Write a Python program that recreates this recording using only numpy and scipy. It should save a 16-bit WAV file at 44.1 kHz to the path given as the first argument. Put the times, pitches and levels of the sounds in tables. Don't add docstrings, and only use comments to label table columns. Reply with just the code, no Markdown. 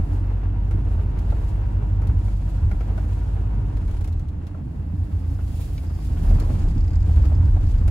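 import sys
import numpy as np
from scipy import signal
from scipy.fft import rfft, irfft, next_fast_len
from scipy.io import wavfile
from scipy.ndimage import uniform_filter1d, map_coordinates

SR = 44100
rng = np.random.default_rng(int(sys.argv[2]) if len(sys.argv) > 2 else 0)


def digitize_waveform(pressure):
    field = np.atleast_2d(pressure).T
    bounded = np.clip(field, -1, 1)
    quanta = np.round(bounded * 32767).astype(np.int16)
    wavfile.write(sys.argv[1], SR, quanta)


N = 348390


def amp(db):
    return 10 ** (np.asarray(db) / 20)


def unit(x):
    return x / np.sqrt(np.mean(x ** 2) + 1e-20)


def along(points, hz):
    f, v = np.transpose(points)
    return np.interp(np.log(hz + 1), np.log(f + 1), v)


def curves(rows):
    s, *cols = np.transpose(rows)
    return [np.interp(np.arange(N) / SR, s, c) for c in cols]


def wobble(rate):
    knots = rng.standard_normal(int(N * rate / SR) + 4)
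    return map_coordinates(knots, [np.arange(N) * rate / SR])


def filtered(x, response):
    edge = SR // 8
    margins = [(0, 0)] * (x.ndim - 1) + [(edge, edge)]
    wide = np.pad(x, margins, mode="reflect", reflect_type="odd")
    m = next_fast_len(wide.shape[-1])
    spectrum = rfft(wide, m) * response(np.fft.rfftfreq(m, 1 / SR))
    return irfft(spectrum, m)[..., edge:edge + x.shape[-1]]


def modes(table):
    def response(f):
        return sum((-1) ** k * amp(db) * 1j * f * width / (centre ** 2 - f * f + 1j * f * width)
                   for k, (centre, width, db) in enumerate(table))
    return response


def steep(table):
    return lambda f: modes(table)(f) ** 2


def shape(spectrum):
    return lambda hz: amp(along(spectrum, hz))


# f/Hz, left-right likeness (1 = identical)
SIDE_LIKENESS = [(60, 1), (130, 0.98), (290, 0.81), (450, 0.039), (800, 0.16), (1200, 0.052), (1750, 0.074),
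                 (2400, 0.087), (4000, 0.28), (4700, 0.25), (5600, 0.084), (6900, 0.19), (7500, 0.092),
                 (8200, 0.53), (10600, 0.89), (13300, 0.96), (15500, .9)]


def rush(response, size=N):
    def mid_side(hz):
        turn = np.arccos(np.clip(along(SIDE_LIKENESS, hz), -1, 1)) / 2
        return response(hz) * np.array([np.cos(turn), np.sin(turn)])
    mid, side = filtered(rng.standard_normal((2, size)), mid_side)
    return unit(np.array([mid + side, mid - side]))


def even(x, seconds):
    power = uniform_filter1d(np.mean(x ** 2, 0), size=round(seconds * SR))
    return x / np.sqrt(abs(power) + 0.19)


def contacts(level, rate, spread_db):
    return level * (rng.random(N) < rate / SR) * amp(spread_db * rng.standard_normal(N))


def struck(s, db):
    blows = np.zeros(N)
    np.add.at(blows, np.minimum(np.round(s * SR).astype(int), N - 1), amp(db))
    return blows


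def decay(t, t60, rise_s):
    return amp(-60 * t / t60) * (1 - np.exp(-t / rise_s))


def dying(blows, t60, rise_s):
    t = np.arange(SR // 4) / SR
    return signal.fftconvolve(blows, decay(t, t60, rise_s))[:N]


def rung(blows, table):
    answer = irfft(steep(table)(np.fft.rfftfreq(SR, 1 / SR)), SR)
    return signal.fftconvolve(blows, answer[:SR // 2] / abs(answer).max())[:N]


# t/s, firing rate f/Hz, load level/dB
ENGINE_RUN = [(0, 45.84, -23), (.5, 48.1, -21.5), (1.1, 48.89, -23), (2, 49.97, -21), (2.4, 48.63, -23.5),
              (3, 50.5, -23.5), (3.6, 50.87, -22.5), (3.92, 49.3, -26), (4.1, 43.83, -26),
              (4.25, 39.35, -30.5), (4.5, 29.8, -39.5), (4.8, 26.92, -33), (5.2, 26.93, -25.5),
              (5.7, 26.25, -28.5), (6.12, 26.59, -24.5), (6.28, 38.03, -24), (6.7, 41.92, -35.5),
              (7, 44.04, -24.5), (7.3, 46.6, -21.5), (7.55, 45.43, -29), (7.9, 39.16, -25)]
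# multiple of the firing rate, level/dB
FIRING_LINES = [(1, 1), (2, -2), (3, -7), (4, -8)]
# f/Hz, level/dB
MOUNTS = [(25, -25), (40, -2), (52, 0.5), (80, 3.5), (100, -5), (150, -23), (200, -17), (300, -21)]
# f/Hz, width/Hz per pass, level/dB per pass
RASP_MODES = [(298, 26, 6.5), (420, 20, 5), (640, 200, -5), (785, 70, -1.5), (947, 45, 1.8),
              (1430, 110, -4), (2750, 400, -12)]
WANDER = .07


def engine():
    hz, load_db = curves(ENGINE_RUN)
    phase = 2 * np.pi * np.cumsum(hz) / SR
    hum = 0
    for k, db in FIRING_LINES:
        level = amp(db + along(MOUNTS, k * hz) + 0.66 * wobble(8.2))
        hum = hum + level * np.sin(k * (phase + WANDER * wobble(8)) + k)
    rasp_db = -25.5 + 60 * np.log10(hz / 50) + 1.5 * wobble(7)
    puffs = 1 + 0.12 * np.sin(phase)
    rasp = amp(rasp_db) * puffs * rush(steep(RASP_MODES))
    return amp(load_db) * (np.sqrt(2) * hum + rasp)


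# t/s, heave level/dB, boom level/dB, drone level/dB, roar level/dB
ROAD_LEVELS = [(0, -35, -24, -33, -44.5), (.3, -35.5, -29, -35, -46), (.9, -29, -23.5, -35, -45),
               (1.5, -28, -23.5, -36.5, -44), (1.95, -36, -23, -31.5, -47),
               (2.35, -25.5, -29, -35.5, -47.5), (2.9, -40, -23.5, -36, -45), (3.4, -35, -25, -36, -45.5),
               (3.9, -24, -24, -35, -46.5), (4.2, -27, -26.5, -38, -51), (4.6, -37, -29.5, -34, -50.5),
               (5.2, -34.5, -26, -36.5, -50), (5.75, -29, -29.5, -35.5, -49), (6, -34, -27.5, -36.5, -49),
               (6.3, -15.5, -25, -28, -43), (6.6, -22.5, -23.5, -32, -44.5), (6.95, -17.5, -16, -34, -48.5),
               (7.25, -26, -15, -31.5, -44), (7.6, -15.5, -20, -33.5, -47.5), (7.9, -15.5, -20.5, -35, -45)]
# t/s, boom peak level/dB, heave peak level/dB, tyre drone blow level/dB
WHEEL_BLOWS = [(0.741, -24.5, -33.5, -22), (0.945, -18.5, -35.5, -50), (1.292, -18.5, -21.5, -23),
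               (1.552, -34, -34.5, -52), (2.083, -12.5, -26.5, -24.5), (2.617, -12, -15.5, -31),
               (2.721, -20, -16.5, -36), (3.559, -23, -29, -35), (4.121, -29.5, -36, -41),
               (4.935, -18.5, -38, -32.5), (5.08, -18.5, -35, -28.5), (5.309, -18, -45, -30.5),
               (6.102, -22.5, -29, -41.5), (6.279, -19, -13, -33.5), (6.342, -18, -23.5, -21.5),
               (6.491, -18, -37, -21.5), (6.621, -23, -15, -35), (6.76, -35, -18, -24),
               (7.076, -33, -25, -32.5), (7.161, -12.5, -17, -27.5), (7.371, -12.5, -23.5, -24.5),
               (7.477, -17, -13, -41.5), (7.621, -15.5, -9, -31.5), (7.739, -24.5, -25, -36.5),
               (7.855, -13, -23, -29)]
# f/Hz, width/Hz per pass, level/dB per pass
HEAVE_MODES = [(25, 18, -3.5), (39.9, 14.2, 1.5)]
# f/Hz, width/Hz per pass, level/dB per pass
BOOM_MODES = [(61.12, 6.8, -2), (83.52, 12, 1), (95.38, 13.7, -.5), (112.6, 23.7, -7)]
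SHUDDER_DB, SHUDDER_T60, SHUDDER_RISE_S = 5.5, 0.14, 0.023
UNEVEN_DB, UNEVEN_RATE = 0.5, 4.4


def road():
    heave_db, boom_db = curves(ROAD_LEVELS)[:2]
    s, boom_peak_db, heave_peak_db, _ = np.transpose(WHEEL_BLOWS)
    out = 0
    for table, db, peak_db in [(HEAVE_MODES, heave_db, heave_peak_db), (BOOM_MODES, boom_db, boom_peak_db)]:
        blows = struck(s, peak_db)
        shudder = amp(SHUDDER_DB) * dying(blows, SHUDDER_T60, SHUDDER_RISE_S)
        level = amp(db + UNEVEN_DB * wobble(UNEVEN_RATE)) + shudder
        texture = level * even(rush(steep(table)), 0.058)
        out = out + texture + rung(blows, table)
    return out


# f/Hz, level/dB per Hz
DRONE_COLOUR = [(70, -38.5), (110, -4.5), (146, -6.5), (185, -11.5), (230, -16), (270, -16), (295, -14.5),
                (320, -22.5), (370, -30.5), (600, -49.5), (900, -71)]
# f/Hz, level/dB per Hz
ROAR_COLOUR = [(190, -24.5), (330, 3.5), (377, -5), (411, -1.5), (584, -5.5), (861, -6), (937, -9),
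               (1210, -12.5), (1410, -16), (1580, -15), (2480, -24), (2720, -21.5), (3000, -28),
               (6000, -42.5), (7800, -60), (13200, -120)]
# t/s, blow level/dB
COBBLE_BLOWS = [(0, -60), (6.12, -62.5), (6.25, -38.5), (6.38, -33), (6.55, -46), (6.9, -54), (7.12, -47),
                (7.25, -41), (7.4, -46.5), (7.9, -47)]
# f/Hz, width/Hz per pass, level/dB per pass
THUMP_MODES = [(190, 150, 5), (310, 70, 4), (420, 80, 3), (620, 200, 1), (950, 300, -1), (1600, 1200, -6)]
SLAP_T60, SLAP_ROAR_DB = 0.11, -30
THUMP_RATE, THUMP_SPREAD_DB, THUMP_RISE_S = 75, 3, .003
GRIT_RATE, GRIT_DB, GRIT_T60 = 110, -8, .02


def tyres():
    drone_db, roar_db = curves(ROAD_LEVELS)[2:]
    s, *_, slap_db = np.transpose(WHEEL_BLOWS)
    slap = dying(struck(s, slap_db), SLAP_T60, .006)
    drone_level = amp(drone_db + 0.2 * wobble(25) + 1.1 * wobble(8)) + slap
    drone = drone_level * rush(shape(DRONE_COLOUR))

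    flutter_db = 0.46 * wobble(11) + 1.24 * wobble(40)
    grit = dying(contacts(amp(GRIT_DB), GRIT_RATE, 2.5), GRIT_T60, .0008)
    roar_level = amp(roar_db + flutter_db) * (1 + grit) + amp(SLAP_ROAR_DB) * slap
    roar = roar_level * rush(shape(ROAR_COLOUR))

    drops = contacts(amp(curves(COBBLE_BLOWS)[0]), THUMP_RATE, THUMP_SPREAD_DB)
    thumps = dying(drops, 0.049, THUMP_RISE_S) * rush(steep(THUMP_MODES))
    return drone + roar + thumps


# t/s, cloth level/dB, swish level/dB
RUSTLE_LEVELS = [(0.0, -65, -68.5), (0.46, -72.5, -80.5), (1.27, -64.5, -70.5), (1.96, -67, -77),
                 (2.42, -61.5, -69), (2.97, -63.5, -70.5), (3.52, -67.5, -76), (3.98, -60.5, -70.5),
                 (4.25, -71, -84), (4.84, -71, -75), (5.19, -64, -67), (5.5, -64, -67),
                 (5.65, -61.5, -63.5), (6.2, -57.5, -61.5), (6.62, -56.5, -65.5), (6.8, -61.5, -70),
                 (7.55, -61, -71.5), (7.9, -62.5, -72.5)]
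# middle t/s, length/s, swell level/dB
RUBS = [(0.166, 0.19, 5), (0.901, 0.22, 4.5), (1.391, 0.27, 2.5), (2.229, 0.12, 5.5), (3.17, 0.23, 4.5),
        (5.608, 0.19, 8), (6.247, 0.14, 1.5), (7.174, 0.21, 5), (7.698, 0.11, 7)]
# f/Hz, level/dB per Hz
CLOTH_COLOUR = [(1500, -18), (2500, -5), (4000, -6), (5600, -9.5), (7000, -7.5), (8800, -9.5), (12000, -26)]
# f/Hz, level/dB per Hz
SWISH_COLOUR = [(6000, -21.5), (8000, -1), (9000, 0.5), (11000, 1), (13000, -1.5), (15000, 2.5),
                (16000, -13.5)]


def rustle():
    cloth_db, swish_db = curves(RUSTLE_LEVELS)
    t = np.arange(N) / SR
    swells_db = sum(db * np.exp(-(2 * (t - s) / length_s) ** 2) for s, length_s, db in RUBS)
    strokes = amp(swells_db + 1.2 * wobble(10) + 1.33 * wobble(60))
    cloth = amp(cloth_db) * rush(shape(CLOTH_COLOUR))
    swish = amp(swish_db + .8 * wobble(15)) * rush(shape(SWISH_COLOUR))
    return strokes * (cloth + swish)


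# f/Hz, width/Hz per pass, level/dB per pass
JINGLE_MODES = [(1850, 600, -.5), (3700, 900, -5), (4550, 480, .5), (5200, 400, 0), (5800, 500, -3.5),
                (7300, 1500, -4.5)]
# start t/s, length/s, contact level/dB
RATTLE_BOUTS = [(5.479, .05, -58), (5.866, .03, -58), (6.001, .07, -57), (6.293, .14, -52),
                (6.592, .03, -51), (6.683, .03, -50), (6.751, .01, -52), (6.779, .03, -48.5),
                (6.842, .01, -48), (6.879, .09, -49.5), (7.004, .03, -52), (7.111, .05, -53),
                (7.222, .07, -51), (7.351, .01, -52), (7.453, .01, -53), (7.608, .01, -54),
                (7.667, .03, -52), (7.757, .1, -54)]
# start t/s, length/s, f/Hz, wavering scale/Hz, level/dB
WHISTLE = (5.55, .75, 5080, 45, -70)
BOUNCE_S, BOUNCE_SCATTER_S, BOUNCE_SCATTER_DB = .026, .002, 1.8
LOOSE_DB, BUZZ_DB = -5, -4


def whistle():
    s, length_s, hz, waver_hz, db = WHISTLE
    swell = np.sin(np.pi * np.clip((np.arange(N) / SR - s) / length_s, 0, 1)) ** .5
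    level = amp(db + 4 * wobble(30)) * swell
    pitch_hz = hz + waver_hz * (wobble(12) + wobble(150))
    return level * np.sin(2 * np.pi * np.cumsum(pitch_hz) / SR)


def jingle():
    swish = amp(curves(RUSTLE_LEVELS)[1])
    blows = contacts(amp(LOOSE_DB) * swish, 67, 2.1)
    step = np.arange(12)
    for s, length_s, db in RATTLE_BOUTS:
        late, loud = rng.standard_normal((2, len(step)))
        times = s + BOUNCE_S * step + BOUNCE_SCATTER_S * late * (step > 0)
        inside = BOUNCE_S * step <= length_s
        blows += struck(times[inside], (db + BOUNCE_SCATTER_DB * loud)[inside])
    level = dying(blows, 0.04, .0003) + amp(BUZZ_DB) * swish
    return level * even(rush(steep(JINGLE_MODES)), .004) + whistle()


BURST_T = np.arange(SR // 8) / SR


def fade(t60, rise_s=.0004):
    return decay(BURST_T, t60, rise_s)


def peak(x, db):
    return amp(db) * x / abs(x).max(1).mean()


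def ring(table, scale, turn):
    def scatter(spread):
        return rng.normal(0, spread, (2, 1))
    out = 0
    for f, db, t60 in table:
        level = amp(db + scatter(1.5)) * fade(t60, .0015)
        hz = scale * f * rng.normal(1, .015)
        out = out + level * np.sin(2 * np.pi * hz * BURST_T + rng.uniform(0, 2) + scatter(turn))
    return out


# f/Hz, level/dB, t60/s
PANEL_MODES = [(400, 6, .05), (490, 6, .05), (625, 3, 0.05), (730, 2, .05), (814, 1, 0.06), (1060, -2, .05),
               (1200, -3, 0.05), (1410, 2, 0.06), (1520, -3, .045), (1660, -1, 0.05), (1800, -3, .05),
               (1960, -1.5, 0.055), (2130, -2, 0.05), (2280, -2, 0.045), (2450, -6, .04),
               (2800, -11, 0.033)]
PANEL_TURN, KNOCK_TURN = .4, .2


def tick(db, ring_db, bright_db, pan_db):
    def band(hz, width_hz):
        return rush(modes([(hz, width_hz, 0)]), size=len(BURST_T))
    crack = peak(fade(0.077) * band(2700, 4100), db)
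    edge = peak(fade(0.012) * band(9500, 7000), bright_db)
    dashboard = peak(ring(PANEL_MODES, 0.96, PANEL_TURN), ring_db)
    return amp(np.array([[pan_db], [-pan_db]]) / 2) * (crack + edge + dashboard)


# multiple of its pitch, level/dB, t60/s
HOLLOW_MODES = [(.66, -4, .04), (.82, -3, .045), (1, 0, .055), (1.13, -3, .045), (1.3, -5, .04)]
# multiple of its pitch, level/dB, t60/s
OVERTONES = [(1.55, -4, .04), (1.7, 0, .045), (1.85, -2, .04), (2.1, -6, .035), (2.25, 2, .05),
             (2.6, -3, .035), (2.9, -5, .03)]


def knock(hz, db, over_db):
    clack = ring(OVERTONES, hz, KNOCK_TURN)
    puff = fade(.06, .0015) * rush(steep([(hz, 550, 0)]), size=len(BURST_T))
    thud = ring(HOLLOW_MODES, hz, KNOCK_TURN) + amp(-4) * puff
    return peak(thud, db) + peak(clack, over_db)


# t/s, crack peak level/dB, dashboard ring peak level/dB, bright edge peak level/dB,
# left over right level/dB; the peaks are before the left-right split
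TRIM_TICKS = [(0.71, -43, -31, -49, -1.5), (1.187, -42, -47, -57.5, 1), (1.3023, -45, -44, -56.5, 3.5),
              (2.018, -46.5, -36, -54.5, 4.5), (2.0714, -42.5, -42, -45, 2.5), (2.2804, -50, -38, -63, 3),
              (2.7128, -43, -29.5, -51.5, -2), (2.807, -45, -30.5, -51, 3.6),
              (2.9769, -43.5, -36.5, -50.5, 3), (3.7686, -46.5, -42, -60.5, 1),
              (3.877, -46, -46, -54.5, 4.5), (3.911, -48, -56, -55, 8.5), (3.9415, -47, -53, -63, 0),
              (3.9666, -48, -43, -73, 5.5), (4.0086, -42.5, -40, -51, 2), (4.043, -40.5, -45, -48, 3),
              (4.0751, -41.5, -42, -49.5, -1), (4.125, -49, -59, -54, 6.5), (4.194, -47, -46, -49.5, 3),
              (4.285, -48.5, -61, -57.5, 5.5), (4.468, -43, -47, -52.5, 0.5), (5.776, -50.5, -48, -63, 2.5),
              (6.3993, -35.5, -41, -38.5, 1.5), (7.1594, -43, -41, -48, 3), (7.2538, -42, -37.5, -58.5, 6),
              (7.608, -47, -46.5, -54.5, 2.5), (7.8781, -36.5, -28, -43.5, -0.5)]
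# t/s, pitch f/Hz, peak level/dB, overtones peak
# level/dB
KNOCKS = [(0.685, 690, -40.7, -48.0), (1.322, 615, -28, -37.6), (2.022, 520, -33, -43),
          (2.034, 1120, -40, -54), (2.094, 1140, -38, -52), (2.285, 430, -37, -43.6),
          (2.578, 1400, -41.8, -54.7), (2.977, 650, -30, -36), (4.01, 480, -36, -44),
          (4.045, 1150, -43, -46), (4.545, 620, -39.5, -43), (5.389, 630, -35, -43),
          (5.407, 2600, -52, -64), (5.542, 560, -39, -50), (5.597, 600, -38, -50),
          (5.778, 2256, -41, -40), (6.17, 1390, -41.0, -51.3), (6.25, 720, -36, -48),
          (6.309, 620, -29.5, -47.2), (6.356, 700, -34, -46), (6.381, 1100, -37, -50),
          (6.421, 330, -28, -40), (6.436, 960, -35, -48), (6.463, 390, -29, -41),
          (6.553, 900, -38, -44), (6.676, 400, -31, -44), (6.502, 620, -31, -42),
          (6.647, 700, -33, -48), (7.095, 620, -28.5, -52), (7.238, 1000, -37, -48),
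          (7.315, 620, -31, -48), (7.43, 800, -38, -48), (7.565, 720, -30, -48),
          (7.63, 1360, -44.9, -51.8), (7.738, 1330, -45.7, -46.3)]


def ticks():
    out = np.zeros((2, N + SR))
    for table, sound in [(TRIM_TICKS, tick), (KNOCKS, knock)]:
        for s, *settings in table:
            start = round(s * SR)
            out[:, start:start + len(BURST_T)] += sound(*settings)
    return out[:, :N]


def scene():
    return engine() + road() + tyres() + rustle() + jingle() + ticks()


# f/Hz, left over right level/dB
PORT_LEAN = [(60, 0), (110, -2), (200, -3), (380, -3.5), (700, 2), (1290, -1), (2380, 0), (4400, 3.5),
             (8120, -3.5), (15000, 1)]
# f/Hz, left lead/radians
PORT_LEAD = [(60, 0), (450, .4), (750, -.3), (1000, 1.6), (1180, 2.4), (1330, .5), (1550, .8), (1680, 3),
             (1950, 3.2), (2150, 6.9), (2600, 6.9), (3100, 5.5), (3700, 7.7), (4400, 7.5), (5400, 8),
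             (5750, 2), (7000, 8), (8000, 10.5), (10800, 6.5), (13400, 3), (15600, 0)]
TOP_HZ = 15800


def record(dry):
    half = np.array([[.5], [-.5]])

    def response(hz):
        ports = amp(along(PORT_LEAN, hz) * half) * np.exp(1j * along(PORT_LEAD, hz) * half)
        bass_cut = hz ** 2 / (hz ** 2 + 22 ** 2)
        return ports * bass_cut * (hz < TOP_HZ)
    return filtered(dry, response)


dry = scene()
out = record(dry)
digitize_waveform(out)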